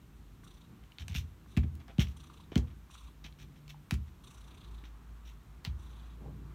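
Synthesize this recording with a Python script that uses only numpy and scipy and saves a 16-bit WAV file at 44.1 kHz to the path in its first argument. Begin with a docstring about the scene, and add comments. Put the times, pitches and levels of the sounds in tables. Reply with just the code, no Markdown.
"""Cat pouncing on a wooden floor

A cat pats and pounces on floorboards, the microphone lying on the same boards. Each paw excites
a bending pulse and the ringing low modes; claws tick in short resonant bursts and pads scuff by friction.
The cat purrs on its breaths, airflow noise chopped into puffs, and wet pops come from its throat.
Traffic noise and wavering hums come through the walls, with a faint whine and microphone hiss."""
import sys
import numpy as np
from scipy import signal
from scipy.fft import rfft, irfft
from scipy.io import wavfile
from scipy.ndimage import uniform_filter1d

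SR = 44100
rng = np.random.default_rng(int(sys.argv[2]) if len(sys.argv) > 2 else 0)


def how_loud(loudness_db):
    """Turn decibels into a plain amplitude multiplier (0 dB gives 1, 20 dB gives 10)."""
    steps = np.asarray(loudness_db, float) / 20
    return 10 ** steps


def persist_wave(psi):
    """Save psi, clipped to +-1, as 16-bit WAV."""
    counts = np.round(np.clip(psi, -1, 1) * 32767).astype(np.int16)
    wavfile.write(sys.argv[1], SR, np.atleast_2d(counts).T)


N = 288783

# paw blows: start_s, peak_db (before the joist filter), contact_ms, tuning_factor, ring_db (re first pulse)
PAW_BLOWS = [(0.994, -32, 5.3, 1.08, 11), (1.094, -29, 7.6, 1.2, -6.5), (1.151, -23.5, 5.8, 1., -1.5),
             (1.5699, -15, 3.23, 0.98, -2.5), (1.6403, -27.5, 1.7, 0.94, -5.5),
             (1.9854, -13.5, 1.4, 0.88, -7), (2.519, -34, 0.59, 1.88, -12), (2.561, -13.5, 0.4, 1.013, -6),
             (2.578, -27, 1.4, 1.002, 23), (3.003, -36.5, 20, 0.89, 15), (3.245, -45, 0.93, 1.05, -3),
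             (3.9206, -19, 3.1, 0.92, -1.5), (4.834, -46.5, 0.89, 1.34, -10),
             (5.669, -24.5, 6.6, 0.95, -3.5)]
# modes of the floorboards: mode_hz, level_db, t60_s (before the cat's weight damps them)
BOARD_MODES = [(63.45, -48, 0.46), (69.85, -5.5, 0.36), (81.7, -7, 0.63), (102.9, -8.5, 0.23),
               (118.1, -17.5, 0.6), (140.7, -15, 0.55), (193.3, -23, 0.73), (234.8, -16, 0.42),
               (290, -8.5, 0.077), (321, -28.5, 0.39), (401.6, -16.5, 0.15), (477, -30.5, 0.34),
               (518, -47, 0.3), (707.7, -26, 0.088)]
# claw ticks: start_s, peak_db, centre_hz, width_share (of the centre, each resonance pass)
CLAW_TICKS = [(0.8374, -52.5, 2530, 1.1), (0.9187, -48, 2960, 0.36), (0.9839, -33, 2680, 0.7),
              (1.0812, -32, 3100, 2.1), (1.1495, -30, 2160, 0.87), (1.1608, -27.5, 2850, 0.45),
              (1.5662, -34, 2540, 0.69), (1.5722, -31.5, 2900, 1.6), (1.7523, -48.5, 7000, 2.3),
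              (1.8018, -53, 2980, 1.2), (1.8807, -49, 1970, 1.8), (1.982, -37, 2800, 0.76),
              (1.9935, -24.5, 3070, 0.46), (2.0697, -43, 2400, 1), (2.556, -23, 2400, 1.33),
              (2.5678, -35, 2140, 0.65), (2.577, -31.5, 3690, 1.1), (3.242, -44.5, 3930, 0.43),
              (3.3244, -51, 2900, 0.76), (3.679, -46.5, 3000, 1.3), (3.9087, -24, 2500, 1.9),
              (3.9402, -37, 3200, 3.2), (4.8379, -48.5, 2260, 0.46), (5.6434, -45, 2705, 1.2),
              (5.6487, -29.5, 2460, 1.25), (5.6598, -48, 3200, 0.94)]
# pads sliding on the varnish: start_s, held_rms_db, slide_s, fade_t60_s, tilt_db_per_octave
PAD_SLIDES = [(0.828, -61.5, 0.011, 0.041, -8), (.992, -52.5, 0.033, 0.03, 1.5),
              (1.091, -56.5, 0.037, 0.065, 1), (1.14, -45.5, 0.037, 0.13, 4), (1.570, -40, 0.01, 0.025, -6),
              (1.63, -52, 0.0096, 0.03, -6), (1.794, -64.5, 0.029, .05, -4), (1.88, -52.5, 0.027, 0.09, -8),
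              (1.993, -38.5, 0.028, 0.078, 2), (2.061, -66, 0.061, 0.035, 5),
              (2.5174, -53.5, 0.0042, 0.2, -5), (2.557, -50, 0.0025, 0.056, -1),
              (2.574, -50, 0.006, 0.035, 2.5), (2.67, -66, 0.0145, 0.024, -2.5),
              (2.70, -66, 0.015, .03, -5), (3.239, -52, 0.022, 0.1, -0.5), (3.384, -58.5, 0.043, 0.09, 2.5),
              (3.557, -69, 0.028, .05, -2), (3.691, -54, 0.013, 0.071, 3), (3.909, -51, 0.03, 0.091, -0.5),
              (4.07, -69, 0.017, 0.036, 0), (4.837, -62.5, 0.03, 0.096, -0.5), (5.25, -63, .034, 0.22, 3.5),
              (5.648, -49, 0.012, 0.12, -2)]
# friction spectrum before the tilt: frequency_hz, density_db (per Hz, relative)
FRICTION_SPECTRUM = [(290, -45.5), (600, -11.5), (1300, -10.5), (2500, -2), (3700, -3.5), (4800, -19.5),
                     (5630, -8.5), (7640, -23.5), (10400, -30.5), (14000, -25), (16000, -35)]
# purring breaths: first_puff_s, end_s, level_db, change_db (by the end), throb_share
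PURR_BREATHS = [(.446, 0.687, -68.5, -2.5, 0.84), (1.486, 1.57, -75.5, 20, 0.26),
                (2.173, 2.47, -65.5, -1, 0.75), (2.913, 3.133, -61.5, -6.5, 0.36),
                (4.246, 4.84, -65, -5, 0.67), (5.8, 6.17, -71, 2, 0.3)]
# airway resonances: centre_hz, width_hz, level_db
NOSE_MODES = [(1118, 270, -1), (2820, 670, -6), (3510, 700, 0), (3830, 94, -17)]
# hiss of fast air in the nostrils: centre_hz, width_hz, level_db
NOSTRIL_MODES = [(5960, 610, -5.5), (6900, 1920, -11), (8520, 1400, -14)]
# wet pops in the cat's throat: start_s, peak_db, centre_hz
THROAT_POPS = [(0.435, -52, 1140), (0.466, -55, 1230), (1.461, -53.5, 1100), (2.163, -56, 1050),
               (2.298, -46, 1070), (2.398, -52, 972), (2.899, -49.5, 1134), (2.953, -48, 1220),
               (3.014, -55, 1200), (3.084, -53, 1140), (3.744, -50, 870), (6.26, -48.5, 756)]
# traffic beyond the wall: time_s, rumble_db (before drift), roar_rms_db (tyres, near 1 kHz)
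TRAFFIC_LEVELS = [(0, -60, -82), (.8, -59, -74), (1.4, -58, -76), (2.3, -56, -72.5), (3, -59, -76.5),
                  (4, -60, -79.5), (4.5, -56, -67.5), (5.2, -62, -70), (5.6, -56, -71), (6.001, -56, -66),
                  (6.3, -52, -72.5), (6.55, -54.5, -65)]
# rumble spectrum: frequency_hz, density_db (per Hz, relative)
RUMBLE_SPECTRUM = [(20, -28), (40, -12.5), (70, -3), (150, -4), (250, -11), (350, -15), (480, -24.5),
                   (700, -52), (1000, -89)]
# one brief soft low swell: rms_db (at its height), centre_hz, width_hz
LOW_SWELL = (-51.5, 246, 340)
# low hum: time_s, pitch_hz, rms_db
LOW_HUM_TRACK = [(0, 48, -54.5), (.6, 46.9, -59.5), (.75, 53.8, -55.5), (1.4, 57, -57.5), (2.7, 58, -53),
                 (3.8, 51.2, -56), (4.3, 53.08, -53.5), (4.7, 54, -50.5), (5.1, 54.8, -48.5),
                 (5.6, 55.5, -54.5), (5.8, 56.8, -47.5), (6.55, 57.3, -47.5)]
# a higher hum that comes twice: time_s, pitch_hz, rms_db
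HIGH_HUM_TRACK = [(2.9, 148, -76), (3.2, 148, -60), (3.8, 147.5, -55), (3.9, 146, -88), (5.8, 148.2, -68.5),
                  (6.05, 148.6, -67.5), (6.3, 147.5, -52), (6.55, 146, -55)]
# faint high whine: time_s, pitch_hz, rms_db
WHINE_TRACK = [(0, 12700, -91), (4.3, 13100, -87), (4.7, 13000, -104), (6.55, 13000, -90)]
# microphone hiss: frequency_hz, density_db (per Hz, relative)
HISS_SPECTRUM = [(290, -10), (500, -3.5), (709, -3), (1230, -1), (1650, -5.5), (3890, -9.5), (4770, -15),
                 (5850, -13.5), (9180, -16.5), (10500, -20), (13000, -15.5), (15300, -18.5), (16200, -28.5)]

DAMPING = 0.71  # the cat's weight shortens the ring of the boards to this share
TRAVEL_MS = 8.52  # delay of a 71 Hz mode; lower modes arrive later
RISE_SHARE = 0.16  # the pad presses down over this share of the slide
PUFFS_PER_S, NOSTRIL_DB = 29.8, 1  # nostril level at the start of a breath
SWELL_S, SWELL_HALF_S = 6.27, 0.065  # centre, and distance from it to 1/e of the height
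CLEAR_DB, SMEAR_PER_DB = -48, 0.13  # a hum is pure from this level up; noise share gained per dB below
HISS_DB = -69


def evened(x):
    """Normalisation: scales a signal to rms 1."""
    return x / np.sqrt(np.mean(x ** 2) + 1e-20)


def add(mix, s, sound):
    """Superposition: adds a sound into the mix at s seconds."""
    part = mix[round(s * SR):][:len(sound)]
    part += sound[:len(part)]


def coloured(points, tilt_db=0., size=N):
    """Spectral shaping: white noise weighted by a spectrum, tilted about 3 kHz in dB an octave."""
    hz = np.fft.rfftfreq(size, 1 / SR) + 1
    f, db = np.transpose(points)
    shape_db = np.interp(np.log(hz), np.log(f), db) + tilt_db * np.log2(hz / 3000)
    white = rng.standard_normal(size)
    return evened(irfft(rfft(white) * how_loud(shape_db), size))


def resonate(x, hz, width):
    """Resonance: heterodynes to zero, smooths and shifts back, with gain 1 on a fixed or moving pitch."""
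    turn = np.exp(2j * np.pi * np.cumsum(hz * np.ones(len(x))) / SR)
    r = np.exp(-np.pi * width / SR)
    return 2 * (turn * signal.lfilter([1 - r], [1, -r], x / turn)).real


def resonate_twice(x, hz, width):
    """Cascaded resonance: a second pass steepens the skirts of the first."""
    return resonate(resonate(x, hz, width), hz, width)


def noise_band(hz, width):
    """Band noise: white noise through a cascaded resonance, at rms 1."""
    return evened(resonate_twice(rng.standard_normal(N), hz, width))


def slow(rate):
    """Random modulation: noise averaged twice over 1/rate seconds drifts slowly, at rms 1."""
    size = max(int(SR / rate), 1)
    return evened(uniform_filter1d(uniform_filter1d(rng.standard_normal(N), size), size))


def clicks(rows, burst_s, lag_s, snap_db):
    """Impulsive excitation: a burst of a few ms rings one resonance, opened by a thin treble snap."""
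    out, t = np.zeros(N), np.arange(1200) / SR
    # dispersion: low notes trail, by lag_s at 1 kHz
    spread = np.exp(-4j * np.pi * lag_s * np.sqrt(1000 * np.fft.rfftfreq(len(t), 1 / SR)))
    for s, db, hz, share in rows:
        decay = how_loud(-60 * t / burst_s)
        burst = rng.standard_normal(len(t)) * decay
        width = np.clip(share, 0.05, 3) * hz
        click = irfft(rfft(resonate_twice(burst, hz, width)) * spread, len(t))
        snap = np.diff(burst * decay, 2)
        add(out, s, how_loud(db) * click / abs(click).max())
        snap_peak = how_loud(db + snap_db) * share ** 2  # wider clicks snap harder
        add(out, s, snap_peak * snap / abs(snap).max())
    return out


def thumps():
    """Modal excitation: a dispersed bending pulse leaves the board modes ringing; longer contact is duller."""
    out, t = np.zeros(N), np.arange(SR // 2) / SR
    for s, db, contact_ms, tuning, ring_db in PAW_BLOWS:
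        near = (t - 0.00446 / tuning) * tuning
        chirp = np.cos(2 * np.pi * (185 - 4000 * near) * near)  # treble arrives first
        wave = -np.exp(-(near / 0.0036) ** 2) * chirp
        for hz, mode_db, t60 in BOARD_MODES:
            late = np.maximum(t - TRAVEL_MS / 1000 * np.sqrt(71 / hz), 0)
            ring = how_loud(ring_db + mode_db - 60 * late / (t60 * DAMPING))
            wave += ring * np.sin(2 * np.pi * hz * tuning * late)
        dense = evened(resonate(rng.standard_normal(len(t)), 280, 490))  # many small modes of the planks
        wave += how_loud(-32.5 - 60 * t / 0.27) * np.minimum(t / 0.0019, 1) * dense
        push = np.hanning(max(round(contact_ms * SR / 1000), 3))
        blow = signal.fftconvolve(wave, push)
        add(out, s, how_loud(db) * blow / abs(blow).max())
    joists = signal.butter(6, 56, "high", fs=SR, output="sos")  # stiff joists hold the lowest motion
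    return signal.sosfilt(joists, out)


def claw_ticks():
    """Dispersive propagation: claw bursts on the varnish cross the boards, their low notes trailing."""
    return clicks(CLAW_TICKS, burst_s=0.011, lag_s=0.0014, snap_db=-29)


def scuffs():
    """Friction noise: swells, holds while the pad slides, and fades; the grip stutters in clumps of grains."""
    out, t = np.zeros(N), np.arange(16384) / SR
    for s, db, slide, t60, tilt_db in PAD_SLIDES:
        rise = np.minimum(t / (RISE_SHARE * slide), 1)
        fade = how_loud(-60 * np.maximum(t - slide, 0) / t60)
        add(out, s, how_loud(db) * rise * fade * coloured(FRICTION_SPECTRUM, tilt_db, size=len(t)))
    grip = how_loud(3.1 * slow(1200) + 2.1 * slow(330))
    return out * evened(grip)


def airway(air, modes):
    """Formant filtering: turbulent air excites parallel airway resonances whose levels flicker."""
    out = np.zeros(N)
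    for hz, width, db in modes:
        # two passes of 1.5 widths leave about one width
        out += how_loud(db + 2.2 * slow(53)) * resonate_twice(air, hz, 1.5 * width)
    return out


def purr():
    """Modulated turbulence: airflow noise is chopped each time the larynx shuts; hiss dies as breath slows."""
    air, t, out = rng.standard_normal(N), np.arange(N) / SR, np.zeros(N)
    nose, nostrils = airway(air, NOSE_MODES), airway(air, NOSTRIL_MODES)
    uneven = 0.035 * slow(25)  # in puff cycles
    for s, end, db, change_db, share in PURR_BREATHS:
        done = np.clip((t - s) / (end - s), 0, 1)
        cycle = PUFFS_PER_S * (t - s) + uneven
        puffs = (0.5 + 0.5 * np.cos(2 * np.pi * cycle)) ** 1.9
        edges = np.clip(np.minimum((t - s + 0.014) / 0.0084, (end - t) / 0.059), 0, 1)
        flow = how_loud(db + change_db * done) * edges * (1 - share + 2 * share * puffs)
        out += flow * (nose + how_loud(NOSTRIL_DB - 9.8 * done) * nostrils)
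    return out / nose.std() * how_loud(1.2 * slow(70))


def throat_pops():
    """Damped resonance: each wet pop in the throat is a short burst around one pitch, without dispersion."""
    rows = [(*pop, 0.33) for pop in THROAT_POPS]  # width as a share of the centre
    return clicks(rows, burst_s=0.0097, lag_s=0, snap_db=-30)


def room(x, t60):
    """Reverberation: sparse taps of random sign, dying quickly as in a small furnished room."""
    at = np.arange(120, 12000, 20) + rng.integers(0, 20, 594)
    taps = np.zeros(12100)
    taps[at] = rng.choice([-1., 1.], len(at)) * how_loud(-60 * at / SR / t60)
    return signal.fftconvolve(x, taps / np.linalg.norm(taps))[:N]


def traffic():
    """Broadband noise: drifting low rumble, a band of tyre roar of changing level, and one short swell."""
    s, rumble_db, roar_db = np.transpose(TRAFFIC_LEVELS)
    t = np.arange(N) / SR
    rumble = how_loud(np.interp(t, s, rumble_db) + 2.06 * slow(6.5)) * coloured(RUMBLE_SPECTRUM)
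    roar = how_loud(np.interp(t, s, roar_db)) * noise_band(1010, 900)
    db, hz, width = LOW_SWELL
    bump = np.exp(-((t - SWELL_S) / SWELL_HALF_S) ** 2)
    return rumble + roar + how_loud(db) * bump * noise_band(hz, width)


def hum(rows, width, clear_db):
    """Partial coherence: a wavering tone gives way to a narrow band of noise as it weakens."""
    s, *columns = np.transpose(rows)
    hz, db = (np.interp(np.arange(N) / SR, s, c) for c in columns)
    fuzz = np.clip((clear_db - db) * SMEAR_PER_DB, 0, 1)  # share of the power that is noise
    tone = np.sqrt(2) * np.sin(2 * np.pi * np.cumsum(hz) / SR)
    return how_loud(db) * (np.sqrt(1 - fuzz) * tone + np.sqrt(fuzz) * noise_band(hz, width))


def hums():
    """Tonal background: two low hums and a faint whine, each following its own pitch and level."""
    low = hum(LOW_HUM_TRACK, 13.6, CLEAR_DB)
    high = hum(HIGH_HUM_TRACK, 5.5, CLEAR_DB - 6)
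    return low + high + hum(WHINE_TRACK, 540, CLEAR_DB)


def hiss():
    """Self-noise: the microphone adds steady coloured noise."""
    return how_loud(HISS_DB) * coloured(HISS_SPECTRUM)


def scene():
    """Superposition: thumps in the boards, airborne sounds with their reverberation, and the background."""
    airborne = claw_ticks() + throat_pops() + scuffs() + purr()
    reverberation = how_loud(-8.0) * room(airborne, 0.13)
    background = traffic() + hums() + hiss()
    return (thumps() + airborne + reverberation + background)[None]


def top_cut(x):
    """Nothing passes above the cut-off."""
    return signal.sosfilt(signal.butter(12, 16600, fs=SR, output="sos"), x)


def record(dry):
    """Band limiting: the microphone loses the deepest bass; a steep filter ends the treble near 17 kHz."""
    bass_cut = signal.butter(2, 30, "high", fs=SR, output="sos")
    treble_cut = signal.cheby2(10, 50, 17100, fs=SR, output="sos")
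    thin = signal.sosfilt(bass_cut, dry)
    thin = signal.sosfiltfilt(treble_cut, thin)
    return top_cut(thin)


dry = scene()
out = record(dry)
persist_wave(out)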